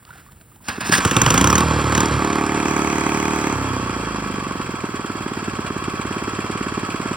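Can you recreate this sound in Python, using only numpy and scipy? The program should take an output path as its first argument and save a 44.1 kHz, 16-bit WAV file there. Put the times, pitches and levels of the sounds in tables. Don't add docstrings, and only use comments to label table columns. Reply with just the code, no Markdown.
import sys
import numpy as np
from scipy import signal
from scipy.fft import rfft, irfft, next_fast_len
from scipy.io import wavfile
from scipy.ndimage import uniform_filter1d

SR = 44100
rng = np.random.default_rng(int(sys.argv[2]) if len(sys.argv) > 2 else 0)


def volts(x):
    e = np.asarray(x, float) / 20
    return 10 ** e


def output_pcm(signal):
    pcm = np.clip(np.atleast_2d(signal).T, -1, 1) * 32767
    wavfile.write(sys.argv[1], SR, np.round(pcm).astype(np.int16))


N = 315756
TIME = np.arange(N) / SR

# t/s, peak level/dB, f/Hz
BUBBLES = [(0.025, -48, 1150), (0.058, -47, 1270), (0.077, -42, 1350), (0.092, -37.5, 1000),
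           (0.106, -31, 1490), (0.128, -40, 1430), (0.155, -40, 784), (0.182, -41, 1480),
           (0.263, -44, 1150), (0.286, -43, 1230), (0.517, -48, 1250), (0.562, -46, 870),
           (0.605, -47, 1050)]
# t/s, peak level/dB
TICKS = [(0.0512, -29), (0.0874, -40), (0.2578, -54), (0.2987, -49), (0.32, -34), (0.4125, -34),
         (0.4444, -50), (0.5172, -43), (0.5596, -36)]
# f/Hz, level/dB
SHORE = [(15, -47), (25, 4), (87, 7), (560, -16.5), (1020, -18), (6050, -34), (6560, -23.5), (11300, -23),
         (12500, -19), (13600, -19), (16000, -19.5)]
# start t/s, end t/s, strength/0-1
BREEZE = [(5.3, 6.6, 0.93)]
BREEZE_DB, LAP_DB, FIZZ_DB = -39, -46, -63
SPLASH_DB, SPLASH_S, SPLASH_RISE_S, SPLASH_FALL_S = -48, 0.17, 0.071, 0.061

# t/s, level/dB, brightness/dB
ROPE_GRAINS = [
    [(0.63, -66, -4), (.645, -48, -1), (0.68, -38.5, -4), (0.686, -20, -4), (.705, -25, -14),
     (0.724, -32, -9), (0.768, -33.5, -12), (0.8, -43, -4)],
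    [(0.8, -35, -15), (0.81, -23, -2.5), (0.832, -27.5, -17), (.87, -26.5, -1), (0.905, -33, 0)],
    [(.905, -33, -13), (.914, -25, -5), (.927, -15, -1), (0.932, -17, -4.5), (.954, -24, 2), (.96, -21, -4),
     (0.985, -22, 0), (1.02, -35, -24)],
]
# f/Hz, level/dB
ROPE = [(120, 2.5), (200, 6.5), (450, -7.5), (750, -5), (1100, -7), (1620, -16.5), (3000, -13.5),
        (5000, -0.5)]
# t/s, peak level/dB
PAWLS = [(0.8654, -18), (0.8929, -14), (0.9204, -9), (0.9298, -4), (0.9354, -4), (0.9404, -3), (0.9494, -4),
         (0.9534, -5), (0.9814, -9), (1.0054, -14)]
# f/Hz, width/Hz, level/dB
STARTER_CUP = [(1150, 780, 2.5), (1680, 210, 20.5), (2610, 280, 14), (3270, 2000, 7), (5200, 360, 1),
               (8380, 270, 6.5)]

# t/s, rate/(firings a second)
SPEED = [(0.786, 7.93), (0.889, 9.43), (1.241, 21.6), (1.507, 36.64), (1.638, 39.57), (1.903, 36.15),
         (2.034, 37.62), (2.25, 36.76), (3.028, 36.68), (3.37, 37.39), (4.12, 26.68), (4.818, 19.86),
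         (5.246, 18.21), (5.53, 18.37), (5.723, 16.96), (6.372, 18.1), (6.87, 17.96), (7.16, 17.45)]
IDLE_HZ, FULL_HZ = 18, 37
# t/s, firing delay/ms
LATE = [(1.0, -1.2), (1.3, -2.4), (1.5, .3), (1.65, -.4), (1.95, 0), (2.13, -1), (2.35, .1), (2.9, -.5),
        (3.1, .1), (3.5, -.8), (3.6, .3), (3.75, -1.5), (4.05, -.9), (4.2, .3), (4.3, -.7), (4.75, -1.3),
        (5, -.7), (6.5, -1.2)]
# t/s, level/dB
LEVEL = [(.79, -39), (.9, -30), (1, -25), (1.1, -24), (1.3, -20.5), (1.6, -22), (1.85, -24), (2, -23),
         (2.3, -26), (3.3, -27.5), (3.8, -28), (4.3, -29.5), (4.9, -32), (5.6, -31), (6, -30),
         (7.16, -29.5)]
# start t/s, end t/s, how far/0-1
WIDE_OPEN = [
    (.93, 1.02, 0.76),
    (1.02, 1.615, 1),
    (1.92, 1.94, 0.66),
    (1.94, 2.02, 0.82),
    (2.02, 2.075, 0.3),
]
# start t/s, end t/s, how far/0-1
SHUT = [
    (1.63, 1.805, 0.61),
    (1.835, 1.915, 0.5),
    (2.095, 2.2, 0.63),
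    (3.54, 3.8, 0.43),
    (3.8, 4.2, 0.32),
    (4.2, 4.75, 0.24),
]
# t/s, level/dB
MISFIRES = [(1.815, -7), (2.087, -6), (3.473, 1), (3.5, -2), (3.529, 1.5), (3.56, -2), (4.514, -2),
            (4.65, -8.5), (4.794, -10), (5.538, -2), (6.891, -2.5)]
# part throttle level/dB, then what is added
# wide open/dB, shut/dB, full speed over idle/dB
POP_LAW = (2.5, -4, -7.5, 1)
THUMP_LAW = (-8, 7.5, 13, 2.65)
CLATTER_LAW = (0.032, 0.14, 0.045, 0.099)
JET_LAW = (-43.5, 13, -7, 20.5)

# f/Hz, width/Hz, level/dB
MUFFLER = [(157, 114.5, -2), (267, 103.2, 4.5), (330.6, 177.4, 3.5), (399.4, 132, 0)]
RAGGED_IDLE, RAGGED_FULL, RAGGED_UPSET = .14, .05, .1
# f/Hz, width/Hz, level/dB
TAILPIPE = [(539.5, 20.6, 0.5), (687, 30, -1), (819, 22, 7), (894.3, 27, 10.5), (1000, 82, 3),
            (1178, 67, 10), (1224, 170, 3), (1610, 27, -19), (2500, 320, -27.5), (2560, 32, -14)]
# f/Hz, width/Hz, level/dB
BARK = [(740, 220, -7.5), (1180, 450, 3.5), (1800, 530, 0.5)]
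# f/Hz, width/Hz, level/dB
RASP = [(1550, 260, 7.5), (2300, 690, 10), (2580, 230, 11)]
BARK_DB, RASP_DB, RASP_TURNED_DB = -11.5, -10, 3
# f/Hz, level/dB
JET = [(410, -73), (800, 12), (1260, 14), (2220, 5.5), (2990, 7), (4430, -3), (6500, 9), (8500, -3.5),
       (12800, -8), (16000, -6.5)]

# f/Hz, width/Hz, level/dB
AIRBOX = [(87, 57, 5.4), (118.6, 65, 10.2), (149, 95, 3.3)]
IDLE_THUD_DB = -10
HULL_HZ, HULL_WIDE_HZ, MOUNT_HZ, MOUNT_WIDE_HZ = 99, 8, 53, 5

# order/(per cycle), level/dB over the engine, loudest f/Hz, width/Hz
PULLING = [(3, -10, 90, 25), (5, -7, 180, 20), (6, -6, 205, 30), (7, -9, 200, 35), (9, -6, 285, 45),
           (11, -12, 390, 50)]
OVERRUN = [(3, -5, 103, 10), (7, -6, 240, 20), (8, -7, 270, 22), (8, -4, 200, 12), (11, -8, 280, 20),
           (13, -12, 430, 35)]
CRUISING = [(8, -11, 295, 40), (9, -11, 330, 40), (10, -11, 370, 40), (11, -14, 405, 40),
            (14, -21, 520, 40), (17, -21, 625, 40), (19, -19, 700, 45), (20, -21, 740, 45),
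            (21, -22, 775, 45), (23, -18, 850, 50), (25, -19, 920, 50)]
IDLING_S = 5

# time after the pop/(share of the cycle), level/dB
BLOWS = [(.97, 0), (.2, -7), (.33, -2), (.47, -5), (.62, -6)]
# f/Hz, width/Hz, level/dB
COWLING = [(1000, 190, -8.5), (1129, 57, 3.5), (1308, 34, 5.5), (1643, 196, 0.5), (2380, 74, 4.5),
           (2682, 20, 10), (3130, 86, 3), (3320, 48, 9), (3970, 64, 3), (4530, 340, 1), (5170, 45, 2),
           (8590, 64, -3)]
# f/Hz, level/dB
METAL = [(260, -11), (450, -13.5), (820, -16), (1080, -10), (2000, -21.5), (3350, -29), (3700, -35),
         (6400, -29), (7800, -29), (9000, -40), (13000, -38), (16000, -64)]

# start t/s, end t/s, how far/0-1
TURNED = [(2.6, 3.6, 1)]
# f/Hz, level/dB
TURNED_TREBLE = [(2600, 0.5), (3000, -0.5), (5600, -0.5), (6300, 3.5)]
# start t/s, end t/s, how far/0-1
CLOSE = [(1.6, 2.4, 0.96)]
# f/Hz, level/dB
GLARE = [(3300, 0.5), (3700, 4.5), (5600, 1.5), (6200, 1)]
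# f/Hz, step/(half turns)
PORTS = [(300, 0), (1000, .15), (1800, .45), (2500, .04), (5300, .04), (6300, 1), (6800, 1), (7700, 2),
         (10400, 2), (11600, 3), (13900, 3), (15000, 4)]
# f/Hz, level/dB
SPREAD = [(100, -24), (500, -37), (1500, -73), (2300, -27), (2800, -79), (5300, -56), (7000, -52),
          (8100, 2), (8600, -55), (16000, -55)]
# f/Hz, level/dB
SPREAD_FAR = [(300, -22), (1000, -13.5), (2500, -6), (5500, 1), (8000, -11), (8500, -40), (16000, -50)]
# f/Hz, level/dB
LEAN = [(60, -2.5), (200, -2.1), (400, -1.7), (1300, -3.9), (2300, -1.2), (4000, -.5), (5600, -.2),
        (16000, -.2)]
FILL_DB, FILL_WIDE_DB, FILL_TURNED_DB = -24, 15, 15


def noise():
    return rng.standard_normal(N)


def unit(x):
    return x / np.sqrt(np.mean(x ** 2) + 1e-20)


def levelled(x):
    return x / np.sqrt(np.abs(uniform_filter1d(x ** 2, size=SR // 6)) + 1e-12)


def later(x, delay_s):
    return np.roll(x, round(delay_s * SR))


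def along(points, hz):
    f, v = np.transpose(points)
    return np.interp(np.log(hz + 1), np.log(f + 1), v)


def curves(rows):
    s, *cols = np.transpose(rows)
    return [np.interp(TIME, s, c) for c in cols]


def during(rows):
    return uniform_filter1d(1. * (TIME > rows[0][0]) * (TIME <= rows[-1][0]), size=300)


def spans(rows, edge_s):
    moved = sum(far * (TIME > start) * (TIME <= end) for start, end, far in rows)
    return uniform_filter1d(1. * moved, size=round(edge_s * SR))


def filtered(x, response):
    m = next_fast_len(N + SR // 2)
    return irfft(rfft(x, m) * response(np.fft.rfftfreq(m, 1 / SR)), m)[..., :N]


def resonant(x, modes):
    def response(f):
        return sum((-1) ** k * volts(db) * 1j * f * w / (c * c - f * f + 1j * f * w)
                   for k, (c, w, db) in enumerate(modes))
    return filtered(x, response)


def coloured(x, spectrum):
    return filtered(x, lambda hz: volts(along(spectrum, hz)))


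def burst(impulses, rise_s, fall_s, lead_s):
    t = np.arange(SR // 8) / SR
    shape = (1 - np.exp(-t / rise_s)) * np.exp(-t / fall_s)
    return signal.fftconvolve(impulses, shape)[round(lead_s * SR):][:N]


def pings(impulses, count, low_hz, high_hz, t60_s, spread_s):
    at = np.repeat(np.flatnonzero(impulses > .15 * impulses.max()), count)
    luck, k = rng.random((len(at), 3)), np.arange(360)
    hz = low_hz * (high_hz / low_hz) ** luck[:, :1]
    size = impulses[at][:, None] * (.3 + luck[:, 1:2] ** 2) * np.sqrt(hz / low_hz)
    decay = volts(-60 * k / SR / t60_s) * (1 - np.exp(-k / 40))
    rings = size * np.sin(2 * np.pi * hz * k / SR) * decay
    index = (at + np.round(luck[:, 2] * spread_s * SR).astype(int))[:, None] + k
    return unit(np.bincount(index.ravel(), rings.ravel(), N + SR)[:N])


def train(share, scatter_db, jitter_s):
    s = TIME[round(SPEED[0][0] * SR)::10]
    cycle = np.cumsum(np.interp(s, *np.transpose(SPEED))) * 10 / SR
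    luck = rng.standard_normal((int(cycle[-1]) + 1, 2))
    when = np.interp(np.arange(len(luck)) + share, cycle, s, right=2 * N / SR)
    when = when + np.interp(when, *np.transpose(LATE)) / 1000
    index = np.round((when + jitter_s * luck[:, 0]) * SR).astype(int)
    return np.bincount(np.minimum(index, N), volts(scatter_db * luck[:, 1]), N + 1)[:N]


def controls():
    pace = (curves(SPEED)[0] - IDLE_HZ) / (FULL_HZ - IDLE_HZ)
    return spans(WIDE_OPEN, edge_s=0.016), spans(SHUT, edge_s=.03), np.clip(pace, 0, 1)


def bubbles():
    out, t = np.zeros(N), np.arange(SR // 16) / SR
    for s, db, hz in BUBBLES:
        chirp = np.sin(2 * np.pi * hz * (.93 * t + 3.7 * t * t)) * (1 - np.exp(-t / 0.00043))
        film = 0.3 * volts(-60 * t / .006) * rng.standard_normal(len(t))
        out[round(s * SR):][:len(t)] += volts(db - 60 * t / 0.051) * (chirp + film)
    return out


def droplets():
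    ticks, t = np.zeros(N), np.arange(SR // 16) / SR
    for s, db in TICKS:
        ticks[round(s * SR):][:len(t)] += volts(db - 5.5 - 60 * t / 0.018) * rng.standard_normal(len(t))
    return resonant(ticks, [(1900, 3500, 0.1)])


def water():
    flicker = volts(2.0 * unit(uniform_filter1d(noise(), size=500)))
    side_s = np.where(TIME < SPLASH_S, SPLASH_RISE_S, SPLASH_FALL_S)
    splash = np.exp(-np.abs(TIME - SPLASH_S) / side_s)
    fizz = unit(resonant(flicker * noise(), [(1480, 400, 15), (3200, 11000, -4.0)]))
    lap = unit(flicker * coloured(noise(), SHORE))
    buffet = spans(BREEZE, edge_s=0.58) * flicker * unit(resonant(noise(), [(75, 28, 0)]))
    surface = volts(LAP_DB) * lap + (volts(FIZZ_DB) + volts(SPLASH_DB) * splash) * fizz
    return bubbles() + droplets() + surface + volts(BREEZE_DB) * buffet


def starter():
    grit = rng.standard_normal((2, N)) * volts(1.7 * unit(uniform_filter1d(noise(), size=90)))
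    grit = grit + 1.44 * resonant(grit, STARTER_CUP)
    low = unit(filtered(coloured(grit[0], ROPE), lambda hz: 1 / (1 + (hz / 3700) ** 6)))
    high = unit(filtered(coloured(grit[1], JET), lambda hz: 1 - 1 / (1 + (hz / 3900) ** 6)))
    rasp = np.zeros(N)
    for rows in ROPE_GRAINS:
        level_db, bright_db = curves(rows)
        rasp += during(rows) * volts(level_db) * (low + volts(bright_db) * high)
    strikes = np.zeros(N)
    for s, db in PAWLS:
        strikes[round(s * SR)] = volts(db)
    blows = burst(strikes, rise_s=0.00032, fall_s=0.0037, lead_s=0)
    knock = blows * unit(resonant(noise(), STARTER_CUP))
    return rasp + volts(-6) * np.pad(knock, (0, N - len(knock)))


def muffler_pop(early, rough):
    wide, shut, _ = controls()
    echo = volts(-16.5) * later(early, 0.00976)
    second_pulse = 0.34 * np.sqrt(np.abs(shut)) + 0.6 * wide
    echo = echo + second_pulse * later(early, 0.01119)

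    def outer_chamber(hz):
        return 1j * hz * 380 / (270 ** 2 - hz * hz + 1j * hz * 380) / (1 + 1j * hz / 600)

    push = filtered(resonant(-np.diff(early + echo, prepend=0), MUFFLER), outer_chamber)
    turbulence = filtered(resonant(noise(), MUFFLER), outer_chamber)
    return levelled(levelled(push) + rough * unit(turbulence))


def tailpipe_song(early):
    wide, shut, _ = controls()
    baffles = np.cumsum(rng.uniform(-1.6, .2, 600))
    smeared = filtered(np.roll(early, 40), lambda hz: np.exp(1j * np.interp(hz, np.arange(600) * 40, baffles)))
    speed = curves(SPEED)[0] / 37
    song = volts(-4.5) * speed ** 2 * levelled(resonant(smeared, TAILPIPE))
    strained = levelled(resonant(smeared, [(472, 52, 0)]))
    return song * (1 - 0.077 * shut) + volts(-7.5) * (wide + 1.7 * shut) * strained


def outlet(fire):
    wide, shut, pace = controls()
    gusts = burst(fire, rise_s=.001, fall_s=.004, lead_s=.004) + .1
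    rasp = levelled(resonant(gusts * noise(), RASP))
    coughs = burst(fire, rise_s=.002, fall_s=.005, lead_s=.007)
    bark = levelled(resonant(coughs * noise(), BARK))
    rasp_db = RASP_DB + RASP_TURNED_DB * spans(TURNED, edge_s=0.8)
    return volts(BARK_DB) * (1 - pace) * bark + volts(rasp_db) * pace * (1 - shut) * (1 - wide) * rasp


def gas_jet():
    puffs = train(.9, scatter_db=1.8, jitter_s=.0004)
    gate = burst(puffs, rise_s=.0005, fall_s=.003, lead_s=.0018)
    rattle = .8 * pings(np.roll(puffs, -70), count=14, low_hz=1000, high_hz=15000, t60_s=.016, spread_s=.003)
    return levelled(coloured(unit((gate + 0.092) * noise()) + rattle, JET))


def exhaust(pop_db, jet_db, rough):
    fire = train(0, scatter_db=1.4, jitter_s=.00007)
    for s, db in MISFIRES:
        fire = fire * volts(db * (np.abs(TIME - s) < .01))
    early = later(fire, -.006)
    voice = muffler_pop(early, rough) + tailpipe_song(early) + outlet(fire)
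    return volts(pop_db - 1.0) * voice + volts(jet_db + 13.0) * gas_jet()


def intake(thump_db):
    wide, shut, pace = controls()
    gulp = train(.47, scatter_db=1.5, jitter_s=.0004) + volts(-6.5) * train(.97, scatter_db=1.5, jitter_s=.0004)
    gulp = later(gulp, -.015) * (.35 + .65 * pace)
    thud = volts(IDLE_THUD_DB) * (1 - pace) ** 2 * later(train(0, scatter_db=2, jitter_s=.0003), -.009)
    kick = 0.52 * wide * train(0.92, scatter_db=5.5, jitter_s=0.0018)
    push = gulp * (1 - 0.15 * wide) + thud + kick
    boom = levelled(resonant(resonant(push, AIRBOX), [(125, 1000, 0)]))
    rumble = unit(resonant(resonant(noise(), AIRBOX), [(97.0, 290, 0)]))

    speed = curves(SPEED)[0]
    turn = 4 * np.pi * np.cumsum(speed) / SR
    rocking = np.sin(turn) + shut * pace ** 4 * np.sin(2 * turn)

    def passing(order, hz, width_hz):
        return 1 / (1 + ((order * speed - hz) / width_hz) ** 2)

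    hull = -2.5 * passing(3, HULL_HZ, HULL_WIDE_HZ) * np.sin(1.5 * turn)
    mount = 3.5 * passing(2, MOUNT_HZ, MOUNT_WIDE_HZ) * np.sin(turn)
    rocking += np.sqrt(np.abs(shut)) * (hull + mount)
    return volts(thump_db + .3) * levelled(boom + .35 * rumble + .5 * rocking)


def crank_orders():
    speed, late_ms = curves(SPEED)[0], curves(LATE)[0]
    cycle = np.interp(TIME - late_ms / 1000, TIME, 2 * np.pi * np.cumsum(speed) / SR)
    wide, shut, pace = controls()
    steady = np.clip(1 - wide - 2 * shut, 0, 1) * pace * (TIME < IDLING_S)
    mix = np.zeros(N)
    for share, rows in ((wide, PULLING), (np.sqrt(np.abs(shut)), OVERRUN), (steady, CRUISING)):
        on = share > .01
        for order, db, hz, width_hz in rows:
            off = np.square((order * speed[on] - hz) / width_hz)
            mix[on] += share[on] * volts(db) * np.sin(order * (cycle[on] + order)) / (1 + off * off)
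    return volts(curves(LEVEL)[0] + 3) * mix


def tappets():
    taps = train(.22, scatter_db=2, jitter_s=.0015) + volts(-14) * train(.47, scatter_db=2, jitter_s=.001)
    tick = burst(taps, rise_s=.003, fall_s=.006, lead_s=.001) * noise()
    tick = resonant(tick, [(1200, 300, 5), (2400, 500, 6), (4700, 600, -9), (7600, 900, -4)])
    return levelled(resonant(tick, [(5000, 9000, 0)]))


def clatter(clatter_db):
    blows = sum(volts(db) * train(share, scatter_db=2.5, jitter_s=.001) for share, db in BLOWS)
    shake = (burst(blows, rise_s=.002, fall_s=.008, lead_s=.004) + .46) * rng.standard_normal((2, N))
    rattle = .3 * pings(blows, count=14, low_hz=1500, high_hz=15000, t60_s=.045, spread_s=.015)
    ringing = unit(shake[0]) + rattle + 1.76 * resonant(unit(shake[1]), COWLING)
    tick_db = -11 - 10 * controls()[2]
    return volts(clatter_db + .3) * (levelled(coloured(ringing, METAL)) + volts(tick_db) * tappets())


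def engine():
    wide, shut, pace = controls()
    loudness_db = curves(LEVEL)[0]

    def layer_db(law):
        part, when_wide, when_shut, when_fast = law
        return loudness_db + part + when_wide * wide + when_shut * shut + when_fast * np.maximum(pace, wide)

    upset = np.clip(wide + 1.5 * shut, 0, 1)
    rough = RAGGED_IDLE + (RAGGED_FULL - RAGGED_IDLE) * pace + RAGGED_UPSET * upset
    running = exhaust(layer_db(POP_LAW), layer_db(JET_LAW), rough) + intake(layer_db(THUMP_LAW)) + crank_orders()
    caught = np.clip((TIME - .95) / 0.049, 0, 1)
    return (TIME > .77) * (running + caught * clatter(layer_db(CLATTER_LAW)))


def scene():
    near = water() + starter() + engine()
    near += spans(TURNED, edge_s=0.45) * filtered(near, lambda hz: volts(along(TURNED_TREBLE, hz)) - 1)
    near += spans(CLOSE, edge_s=0.13) * filtered(near, lambda hz: volts(along(GLARE, hz)) - 1)
    phases = np.cumsum(rng.normal(0, 2.5, 2400))

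    def scatter(hz):
        return np.exp(1j * np.interp(hz, np.arange(2400) * 10, phases))

    def half_step(hz):
        return along(PORTS, hz) * np.pi / 2

    unlike = filtered(near, lambda hz: volts(along(SPREAD, hz)) * scatter(hz) - 1j * np.sin(half_step(hz)))
    back = np.clip((TIME - 2.35) / 0.36, 0, 1)
    unlike += back * filtered(near, lambda hz: volts(along(SPREAD_FAR, hz)) * scatter(hz + 500))

    def cancelled(hz):
        return np.sin(half_step(hz)) ** 2 * (hz > 4000) / (1 + (hz / 11500) ** 8)

    fill_db = FILL_DB + FILL_WIDE_DB * controls()[0] + FILL_TURNED_DB * spans(TURNED, edge_s=.15)
    alike = filtered(near, lambda hz: np.cos(half_step(hz)))
    alike += volts(fill_db) * filtered(near, cancelled)
    ports = np.array([alike + unlike, alike - unlike])
    return filtered(ports, lambda hz: volts(np.outer([.5, -.5], along(LEAN, hz))))


def band_limit(x):
    return signal.sosfilt(signal.butter(12, 16830, fs=SR, output="sos"), x)


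def record(dry):
    cut = filtered(dry, lambda hz: (1j * hz / 40 / (1 + 1j * hz / 40)) ** 3)
    soft = cut / (1 + np.abs(cut / .95) ** 4) ** (1 / 4)
    limited = filtered(soft, lambda hz: hz < 15900)
    return band_limit(limited)


dry = scene()
out = record(dry)
output_pcm(out)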